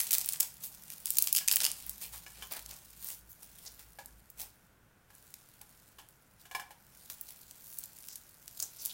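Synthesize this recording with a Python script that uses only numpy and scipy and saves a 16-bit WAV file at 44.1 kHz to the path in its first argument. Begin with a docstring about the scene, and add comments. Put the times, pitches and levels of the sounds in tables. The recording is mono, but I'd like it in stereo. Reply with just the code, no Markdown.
"""A small room with a faint hum: close to a stereo microphone, hands peel a hook-and-loop strap open,
straighten it and fold it shut again. Each tug tears a run of hooks, made of bunched clicks, with sharp snaps.
Finger strokes scratch the webbing (fibre clicks over smooth noise) and now and then skid with a short zip.
The suction cup, carabiner and steel ring hanging from the strap knock together as decaying sine modes.
The room answers with echoes that thicken into a tail, over steady air, a wavering hum and a soft rumble."""
import sys
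import numpy as np
from scipy import signal
from scipy.fft import rfft, irfft, next_fast_len
from scipy.io import wavfile
from scipy.ndimage import uniform_filter1d

SR = 44100
rng = np.random.default_rng(int(sys.argv[2]) if len(sys.argv) > 2 else 0)


def dump_mix(stems):
    """Bounce the given channels to the path in sys.argv[1] as a 16-bit WAV at rate SR."""
    frames = np.atleast_2d(stems).T  # one column per channel
    limited = np.clip(frames, -1, 1)  # hard clip at full scale
    pcm = np.round(limited * 32767).astype(np.int16)
    wavfile.write(sys.argv[1], SR, pcm)


N = 393813
TIME = np.arange(N) / SR

# background swells: (time [s], hum fundamental [dB], rumble [dB])
HUM_SWELLS = [(1.4, -71, -70), (1.9, -59.5, -71), (3.0, -63.5, -73), (3.5, -68, -79.5), (4.15, -61, -71.5),
              (4.7, -75.5, -81)]
# spectrum of the room air: (frequency [Hz], density [dB per Hz, relative])
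AIR_COLOUR = [(20, -15), (86, -10), (118, -9), (360, -19.5), (1280, -22.5), (1460, -17.5), (1760, -23.5),
              (4260, -35), (15000, -33.5)]
# the hanging fittings knock together:
# (time [s], suction cup [dB, relative], carabiner [dB, relative], steel ring [dB, relative])
KNOCKS = [(1.409, -60, -47.5, -60), (2.264, -69, -49, -57), (2.423, -68, -45, -39.5),
          (3.987, -45.5, -56, -61.5), (5.103, -65.5, -68, -76.5), (5.612, -60.5, -63, -68),
          (5.986, -54.5, -56, -50), (6.454, -62, -57.5, -60), (6.512, -53, -46.5, -54),
          (6.549, -40.5, -34.5, -40), (6.597, -44, -46, -53), (6.707, -51.5, -60, -64)]
# what each fitting rings with: (frequency [Hz], level [dB, relative], decay by 60 dB [s])
CUP_MODES = [(542, -8.5, 0.066), (831, 1.5, .13), (936, 1.5, .12), (1670, 8, 0.048)]
CARABINER_MODES = [(740, -2, 0.089), (1052, -4, 0.19), (1700, 1.5, 0.1), (2310, 6, 0.042),
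                   (2897, 1.5, 0.059), (5240, -2, 0.053)]
RING_MODES = [(3070, 1.5, 0.063), (3450, 0.5, 0.065)]
# spectrum of the dull clack under a knock: (frequency [Hz], level [dB, relative])
CLACK_COLOUR = [(150, -17), (720, -1.5), (4500, -5), (15000, -6)]
# a fingertip skids over the weave: (time [s], length [s], pitch [Hz], level [dB])
SKIDS = [(2.026, 0.036, 2270, -56.5), (3.659, 0.025, 4900, -46.5), (8.075, 0.085, 5640, -55),
         (8.599, 0.0059, 5760, -34.5), (8.62, 0.026, 6000, -39.5), (8.78, 0.045, 5500, -49.5),
         (8.892, 0.028, 3550, -48)]
# faint rustle of the strap as the hands hold it: (time [s], level [dB])
RUSTLE = [(0, -44), (.55, -56), (.95, -54.5), (1.8, -50.5), (2.25, -58), (2.8, -56), (3.25, -68.5),
          (3.55, -56), (4.2, -68.5), (4.65, -71), (4.95, -99.5), (5.15, -63), (5.8, -64), (6.2, -71),
          (6.8, -69), (7, -58), (8.4, -60.5), (8.93, -53)]
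# strokes of a finger along the webbing:
# (peak time [s], swell [s], level [dB], brightness [dB per octave])
STROKES = [(.645, 0.02, -39.5, 4), (.925, 0.027, -47.5, 1), (2.03, 0.015, -37, 1.5), (2.14, 0.013, -40, 0),
           (2.41, 0.073, -54.5, -4.5), (2.52, 0.012, -40.5, -3), (2.57, 0.016, -42.5, -2),
           (2.72, 0.03, -48, -2), (3.115, 0.1, -41.5, 2), (3.305, 0.013, -52, 7.5), (3.43, 0.0086, -48, 2),
           (3.67, 0.041, -50.5, -0.5), (3.8, 0.016, -52.5, -2), (4.416, 0.029, -40, 1),
           (6.42, 0.033, -57.5, 0.5), (7.104, 0.005, -40.5, 3), (7.29, .018, -48, 1.5),
           (7.76, 0.17, -51.5, 4.5), (8.63, 0.072, -48, 2.5), (8.87, 0.07, -44.5, 4)]
# spectrum of rubbed webbing: (frequency [Hz], level [dB, relative])
RUB_COLOUR = [(150, -12), (450, -7.5), (850, -1), (1300, -6.5), (2500, -2), (6000, 0.5), (15000, 3)]
# tugs that peel the tape, hard to open it and light while it is folded:
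# (start [s], length [s], level before the rub and hook offsets [dB], brightness [dB per octave])
TUGS = [(0, .02, -34, 2), (0.122, .025, -34, 0.5), (0.178, 0.181, -51, 0), (0.402, 0.01, -37, 0.5),
        (1.064, .1, -47, 1), (1.192, .09, -48, 1), (1.348, 0.044, -39.5, 6), (1.493, 0.051, -41.5, -2.5),
        (1.614, 0.055, -39, -2), (7.701, 0.14, -59.5, -0.5), (7.961, .21, -59, 2.5)]
# single hooks letting go, from sharp loud snaps to faint ticks:
# (time [s], level [dB], brightness [dB per octave])
SINGLE_SNAPS = [(.0047, -26, -5), (0.1086, -26.5, -3), (0.111, -24, 5), (0.119, -25, 2), (0.131, -33, 4),
                (0.136, -21.5, 5), (0.1443, -26, 4), (0.1834, -22, 2.5), (0.213, -29, 2), (0.26, -28.5, 11),
                (.2893, -23, 1.5), (.3235, -32, 3), (0.334, -28, 2.5), (0.4019, -23, 5.5),
                (0.4056, -18.5, 2.5), (0.43, -31, -1), (0.9026, -37.5, -2.5), (1.0574, -26, 1.5),
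                (1.1051, -22, 5.5), (1.171, -24.5, 3.5), (1.185, -16, 3), (1.188, -23, 5),
                (1.2235, -17.5, 5.5), (1.2403, -31, 0), (1.273, -24.5, -1.5), (1.2835, -33, -2),
                (1.3277, -17.5, 6), (1.35, -23.5, -1), (1.363, -20.5, 2.5), (1.3707, -23, -2.5),
                (1.381, -26, -2), (1.387, -27.5, -3), (1.478, -22.5, 1), (1.484, -18, -2),
                (1.5139, -21, -3.5), (1.517, -26.5, 0), (1.525, -20, 8), (1.5354, -28, 6), (1.559, -16, 13),
                (1.568, -27, -5), (1.604, -26, -6.5), (1.6128, -28, -1), (1.621, -31.5, -6.5),
                (1.6353, -27, 1), (1.644, -23.5, -0.5), (1.6513, -21, -1), (1.6649, -23, -3),
                (1.7159, -30, -0.5), (1.8653, -33, 16), (1.895, -30, 2.5), (2.522, -31.5, 12),
                (2.6613, -41, -1), (3.045, -33.5, 15), (4.059, -41, 5), (4.3013, -43.5, 11),
                (5.1518, -50.5, 6), (5.341, -40.5, -1.5), (5.6153, -44.5, 0), (6.088, -51, 4),
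                (7.1004, -39, -5.5), (7.2118, -33.5, 13), (7.511, -43.5, 0), (7.787, -30.5, 11.5),
                (7.8376, -37, 4), (7.8575, -43, 10), (8.086, -39, -2), (8.1574, -37, 4), (8.4798, -40, -1),
                (8.601, -34, 1), (8.6256, -29, 4), (8.8524, -31, 3), (8.8586, -27, 4.5)]
# spectrum of a snap: (frequency [Hz], level [dB, relative])
SNAP_COLOUR = [(150, -36.5), (500, -28.5), (1200, -14), (2600, -3.5), (3800, -1.5), (4800, 3), (15000, 5)]
# resonances of the peeled flap pulled taut: (frequency [Hz], level [dB, relative])
FLAP_MODES = [(2950, -0.5), (5050, 0), (8800, -13.5)]

TOP_HZ = 15900  # upper limit of the sound
AIR_DB, HUM_HZ = -66, 54
RUSTLE_TILT = 0.55  # dB per octave
STROKE_FADE_S, FADE_PER_SWELL = 0.023, 0.1
TUG_ATTACK_S, TUG_RELEASE_S = 0.0074, 0.035
TUG_RUB_DB, TUG_HOOK_DB = -3, 8.5  # offsets from the level of a tug
HOOKS_PER_S, STRAYS_PER_S = 90, 12
TAUT_START_S, TAUT_END_S = 1.3, 1.7


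def undb(db):
    """Decibels to gain."""
    return 10 ** (np.asarray(db) / 20)


def unit(x):
    """Scale to rms 1."""
    return x / np.sqrt(np.mean(x ** 2))


def curve(rows):
    """Each column of a table, joined by straight lines in time."""
    s, *columns = np.transpose(rows)
    return [np.interp(TIME, s, column) for column in columns]


def octave_axis(x):
    """Octaves above 1 Hz of each spectrum line."""
    return np.log2(np.maximum(np.fft.rfftfreq(x.shape[-1], 1 / SR), 1))


def colour(x, points, tilt=0):
    """Shape a sound by (Hz, dB) points, a dB per octave slope above about 2 kHz and a fall above TOP_HZ."""
    octave = octave_axis(x)
    hz, db = np.transpose(points)
    shape = np.interp(octave, np.log2(hz), db)
    slope = tilt * np.maximum(octave - 11, 0)
    top = -60 * np.maximum(octave - np.log2(TOP_HZ), 0)
    return irfft(rfft(x) * undb(shape + slope + top), x.shape[-1])


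def band(x, lo_hz, hi_hz):
    """Gentle causal band-pass."""
    edges = [lo_hz, min(hi_hz, SR / 2 - 100)]
    return signal.sosfilt(signal.butter(2, edges, "band", fs=SR, output="sos"), x)


def octaves(x):
    """Overlapping octave bands that add up to the sound: (centre Hz, band) pairs."""
    centres = 250 * 2. ** np.arange(7)
    octave = octave_axis(x)
    spectrum = rfft(x)
    bands = []
    for hz in centres:
        weight = np.interp(octave, np.log2(centres), 1. * (centres == hz))
        bands.append((hz, irfft(spectrum * weight, x.shape[-1])))
    return bands


def resonance(x, hz, q):
    """A damped resonance, gain 1 at its centre."""
    b, a = signal.iirpeak(min(hz, .45 * SR), max(q, 1), fs=SR)
    return signal.lfilter(b, a, x)


def spread(mid, side):
    """Left and right from mid and side."""
    return np.array([mid + side, mid - side])


def add(out, s, sound):
    """Mix a sound in at a time, trimmed to the scene."""
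    start = int(s * SR)
    sound = sound[:, max(-start, 0):N - start]
    first = max(start, 0)
    out[:, first:first + sound.shape[1]] += sound


def background(side_share=0.95, waver=0.53):
    """Steady room air, alike on both sides in the bass, under a wavering hum and a soft rumble."""
    mid, side = colour(rng.standard_normal((2, next_fast_len(N))), AIR_COLOUR)[:, :N]
    air = spread(mid, side_share * band(side, 230, TOP_HZ)) / np.std(mid)
    hum_db, rumble_db = curve(HUM_SWELLS)
    turn = 2 * np.pi * HUM_HZ * TIME
    wavering = 1 + waver * unit(band(rng.standard_normal(N), 2, 4.4))
    hum = undb(hum_db) * wavering * (np.sin(turn) + np.sin(2 * turn) / np.pi)
    rumble = undb(rumble_db) * unit(band(rng.standard_normal(N), 137.4, 203))
    return undb(AIR_DB) * air + hum + rumble


def room_tail(wet_db=-10, low_wet_db=-6, first_s=0.0012, side_low=0.32, side_high=0.98):
    """Near walls return separate echoes that thicken into a tail: longer in the lows, wider in the treble."""
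    t60_low, t60_high, thick_s = .38, .23, .05
    age = np.arange(SR // 2) / SR
    density = np.clip((age / thick_s) ** 2, .02, 1)
    present = rng.standard_normal((2, len(age))) * (rng.random(len(age)) < density)
    echoes = present / np.sqrt(density)
    tail = 0
    for hz, (mid, side) in octaves(echoes):
        # 0 up to 1 kHz, 1 at 16 kHz
        height = np.clip(np.log(hz / 1000) / np.log(16), 0, 1)
        t60 = t60_low + height * (t60_high - t60_low)
        fade = np.exp(-np.log(1000) * age / t60) * np.clip(age / first_s - 1, 0, 1)
        gain = undb(low_wet_db + height * (wet_db - low_wet_db)) / np.sqrt(np.sum(fade ** 2))
        width = np.interp(height, [0, .5], [side_low, side_high])
        tail = tail + gain * fade * spread(mid, side * width)
    return tail


def room(x, count=5):
    """The hands keep moving, so the sound crossfades round a ring of reflection patterns, 12 a second."""
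    place = TIME * 12 % count
    out = 0
    for k in range(count):
        away = np.abs((place - k + count / 2) % count - count / 2)
        share = np.sqrt(np.clip(1 - away, 0, 1))
        out = out + signal.oaconvolve(x * share, room_tail(), axes=1)[:, :N]
    return out


def fittings(chatter_s=.004, clack_db=-9, clack_growth=0.72, clack_s=0.018, rebound=0.56, detune=0.027):
    """A knock rattles briefly and rings cup, carabiner and ring as hard as each is touched, over a clack."""
    out, age = np.zeros((2, N)), np.arange(SR // 3) / SR
    for s, *levels in KNOCKS:
        for modes, db in zip((CUP_MODES, CARABINER_MODES, RING_MODES), levels):
            hz, mode_db, t60 = np.transpose(modes)[:, :, None]
            # the spot of contact favours some modes and slights others
            spot = .5 + rng.random(hz.shape)
            fade = spot * undb(db + mode_db) * np.exp(-np.log(1000) * age / t60) / 2
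            # the loose parts touch again within milliseconds, each time a little differently
            waits = np.cumsum(rng.exponential(chatter_s, size=3))
            strengths = rng.uniform(0, rebound, size=len(waits))
            for wait, strength in zip([0, *waits], [1, *strengths]):
                pitch = hz * (1 + detune * (wait > 0) * rng.standard_normal(hz.shape))
                cycles = pitch * age + rng.random(hz.shape)
                ring = np.sum(fade * np.sin(2 * np.pi * cycles), axis=0)
                add(out, s + wait, spread(strength * ring, 0))
        rattle = rng.standard_normal((2, len(age))) * np.exp(-age / clack_s)
        mid, side = colour(rattle, CLACK_COLOUR)
        # a light touch gives mostly clack and little ring
        force = np.linalg.norm(undb(levels)) ** clack_growth
        add(out, s, force * undb(clack_db) * spread(mid, band(side, 2000, TOP_HZ) / 2))
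    return out


def skids(roughness=1.0, scrape_db=-9):
    """The ribs of the weave chatter in a narrow band, over a broad scrape, as a finger slips."""
    out = np.zeros((2, N))
    for s, length, hz, db in SKIDS:
        count = int(length * SR)
        uneven = np.exp(roughness * rng.standard_normal(count))
        chatter = unit(rng.standard_normal(count) * uneven)
        narrow = unit(band(chatter, hz / 1.195, hz * 1.41))
        skid = narrow + undb(scrape_db) * chatter
        add(out, s, undb(db) * spread(skid * signal.windows.tukey(count), 0))
    return out


def stroke_gain(peak, swell):
    """A stroke gathers speed and fades; slow strokes fade more slowly."""
    fade = STROKE_FADE_S + FADE_PER_SWELL * swell
    fall = np.where(TIME < peak, ((TIME - peak) / swell) ** 2, (TIME - peak) / fade)
    return np.exp(-np.minimum(fall, 20))


def tug_gain(start, length):
    """A tug takes hold quickly, peels evenly and dies away."""
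    hold = np.clip((TIME - start) / TUG_ATTACK_S + 1, 0, 1)
    release = np.exp(-np.clip((TIME - start - length) / TUG_RELEASE_S, 0, 20))
    return undb(TUG_RUB_DB) * hold * release


def sliding():
    """Level and brightness of the webbing: rustle, tugs and strokes add up, and the strongest sets the colour."""
    power = undb(curve(RUSTLE)[0]) ** 2
    bright = RUSTLE_TILT * power
    for rows, gain in ((TUGS, tug_gain), (STROKES, stroke_gain)):
        for s, length, db, tilt in rows:
            move = (undb(db) * gain(s, length)) ** 2
            power, bright = power + move, bright + tilt * move
    return 10 * np.log10(power), bright / power


def shifting_grip(x, patchy_db=2):
    """The grip shifts, so narrow bands of friction come and go within a few hundredths of a second."""
    cells = signal.stft(x, nperseg=256)[2]
    drift = rng.standard_normal(cells.shape[1:])
    drift = uniform_filter1d(drift, size=6, axis=0)  # over neighbouring frequencies
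    drift = uniform_filter1d(drift, size=12, axis=1)  # over time
    return signal.istft(cells * undb(patchy_db * unit(drift)))[1]


def webbing(catch_db=1.5, side_share=0.35):
    """Countless fibres catch and slip: tiny clicks of very uneven size over the smooth rub of the cloth."""
    fibres_per_s, scatter_db, largest, fibre_hz = 5000, 4.2, 5.6, 2500
    size = next_fast_len(N)
    strength = undb(scatter_db * np.minimum(rng.exponential(size=size), largest))
    caught = rng.random(size) < fibres_per_s / SR
    clicks = unit(caught * strength * np.sign(rng.standard_normal(size)))
    scratch = band(clicks, fibre_hz, SR) + band(rng.standard_normal(size), 14, fibre_hz)
    # fibres give way in bunches a few milliseconds long
    bunches = unit(uniform_filter1d(rng.standard_normal(size), size=200))
    scratch = scratch * undb(catch_db * bunches)
    stereo = spread(scratch, side_share * scratch * rng.standard_normal(size))
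    grain = shifting_grip(stereo)[:, :size]
    grain = unit(colour(grain, RUB_COLOUR))
    db, tilt = sliding()
    out = 0
    for hz, part in octaves(grain):
        # brightness pivots at 9.5 kHz and levels off below 2 kHz
        slope = np.log2(max(hz, 2000) / 9500)
        out = out + part[:, :N] * undb(db + tilt * slope)
    return out


def torn_hooks(scatter_db=3, tilt_spread=4):
    """Each tug tears a quick, uneven run of hooks: rows (time [s], level [dB], tilt [dB per octave])."""
    rows = []
    for start, length, db, tilt in TUGS:
        chance = rng.standard_normal((40, 3))
        for k, (when, size, hue) in enumerate(chance[:int(length * HOOKS_PER_S) + 1]):
            s = start + (k + when % 1) / HOOKS_PER_S
            rows.append((s, db + TUG_HOOK_DB + scatter_db * size, tilt + tilt_spread * hue))
    return rows


def stray_hooks(tick_db=6, scatter_db=3, tilt=4):
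    """Single hooks catch and tick, louder with the rustle: rows (time [s], level [dB], tilt [dB per octave])."""
    when, size = rng.random((int(STRAYS_PER_S * N / SR), 2)).T
    s = (np.arange(len(when)) + when) / STRAYS_PER_S
    db = np.interp(s, *np.transpose(RUSTLE)) + tick_db + scatter_db * (2 * size - 1)
    return [(at, level, tilt) for at, level in zip(s, db)]


def flap(x, s, q=7, drift=.04, hook_hz=10000, hook_db=-1):
    """Each hook has its own pitch; the taut flap adds its resonances, which vary a little from hook to hook."""
    shift = np.exp(drift * rng.standard_normal())
    own_hz = hook_hz * 2 ** rng.uniform(-0.55, 0.29)
    out = x + undb(hook_db) * resonance(x, own_hz, q)
    if TAUT_START_S < s < TAUT_END_S:
        out = out + sum(undb(db) * resonance(x, hz * shift, q) for hz, db in FLAP_MODES)
    return out


def snaps(shiver_db=-24, neighbour_s=.0008, neighbour_db=-3, follower_s=0.012, follower_db=-16, lone_slope=0.14):
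    """A hook flicks free and tears its neighbours with it; the tape shivers, and a few weaker hooks follow."""
    out, size, lead = np.zeros((2, N)), 2048, 64  # samples; the lead is silence before the flick
    decay_s = .0022
    age = np.arange(size - lead) / SR
    for s, db, tilt in SINGLE_SNAPS + torn_hooks() + stray_hooks():
        flick = 1. * (age == 0)
        # the weaker the snap, the more it is one lone hook
        lone_db = lone_slope * min(db + 26.5, 0)
        for wait_s, hook_db in ((neighbour_s, neighbour_db), (follower_s, follower_db)):
            late = (rng.exponential(wait_s, size=4) * SR).astype(int) % len(age)
            flick[late] += undb(hook_db + lone_db) * rng.uniform(-1.4, 1, len(late))
        # the flicks reach both sides alike, the shiver of the tape does not
        shiver = rng.standard_normal((2, len(age))) * np.exp(-age / decay_s)
        mid, side = shiver * undb(shiver_db + lone_db)
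        ringing = flap(spread(flick + mid, side / 2), s)
        snap = colour(np.pad(ringing, ((0, 0), (lead, 0))), SNAP_COLOUR, tilt)
        # the level counts the energy of the snap as if it lasted 3 ms
        power = np.sum(snap.mean(axis=0) ** 2) / (.003 * SR)
        add(out, s - lead / SR, snap * undb(db) / np.sqrt(power))
    return out


def scene():
    """Strap and fittings near the microphone, with the room behind them."""
    near = snaps() + webbing() + skids() + fittings()
    return near + room(near) + background()


def record(dry):
    """The camera's microphone cuts the top: a steep elliptic low-pass at TOP_HZ."""
    return signal.sosfilt(signal.ellip(10, .2, 70, TOP_HZ, fs=SR, output="sos"), dry)


dry = scene()
out = record(dry)
dump_mix(out)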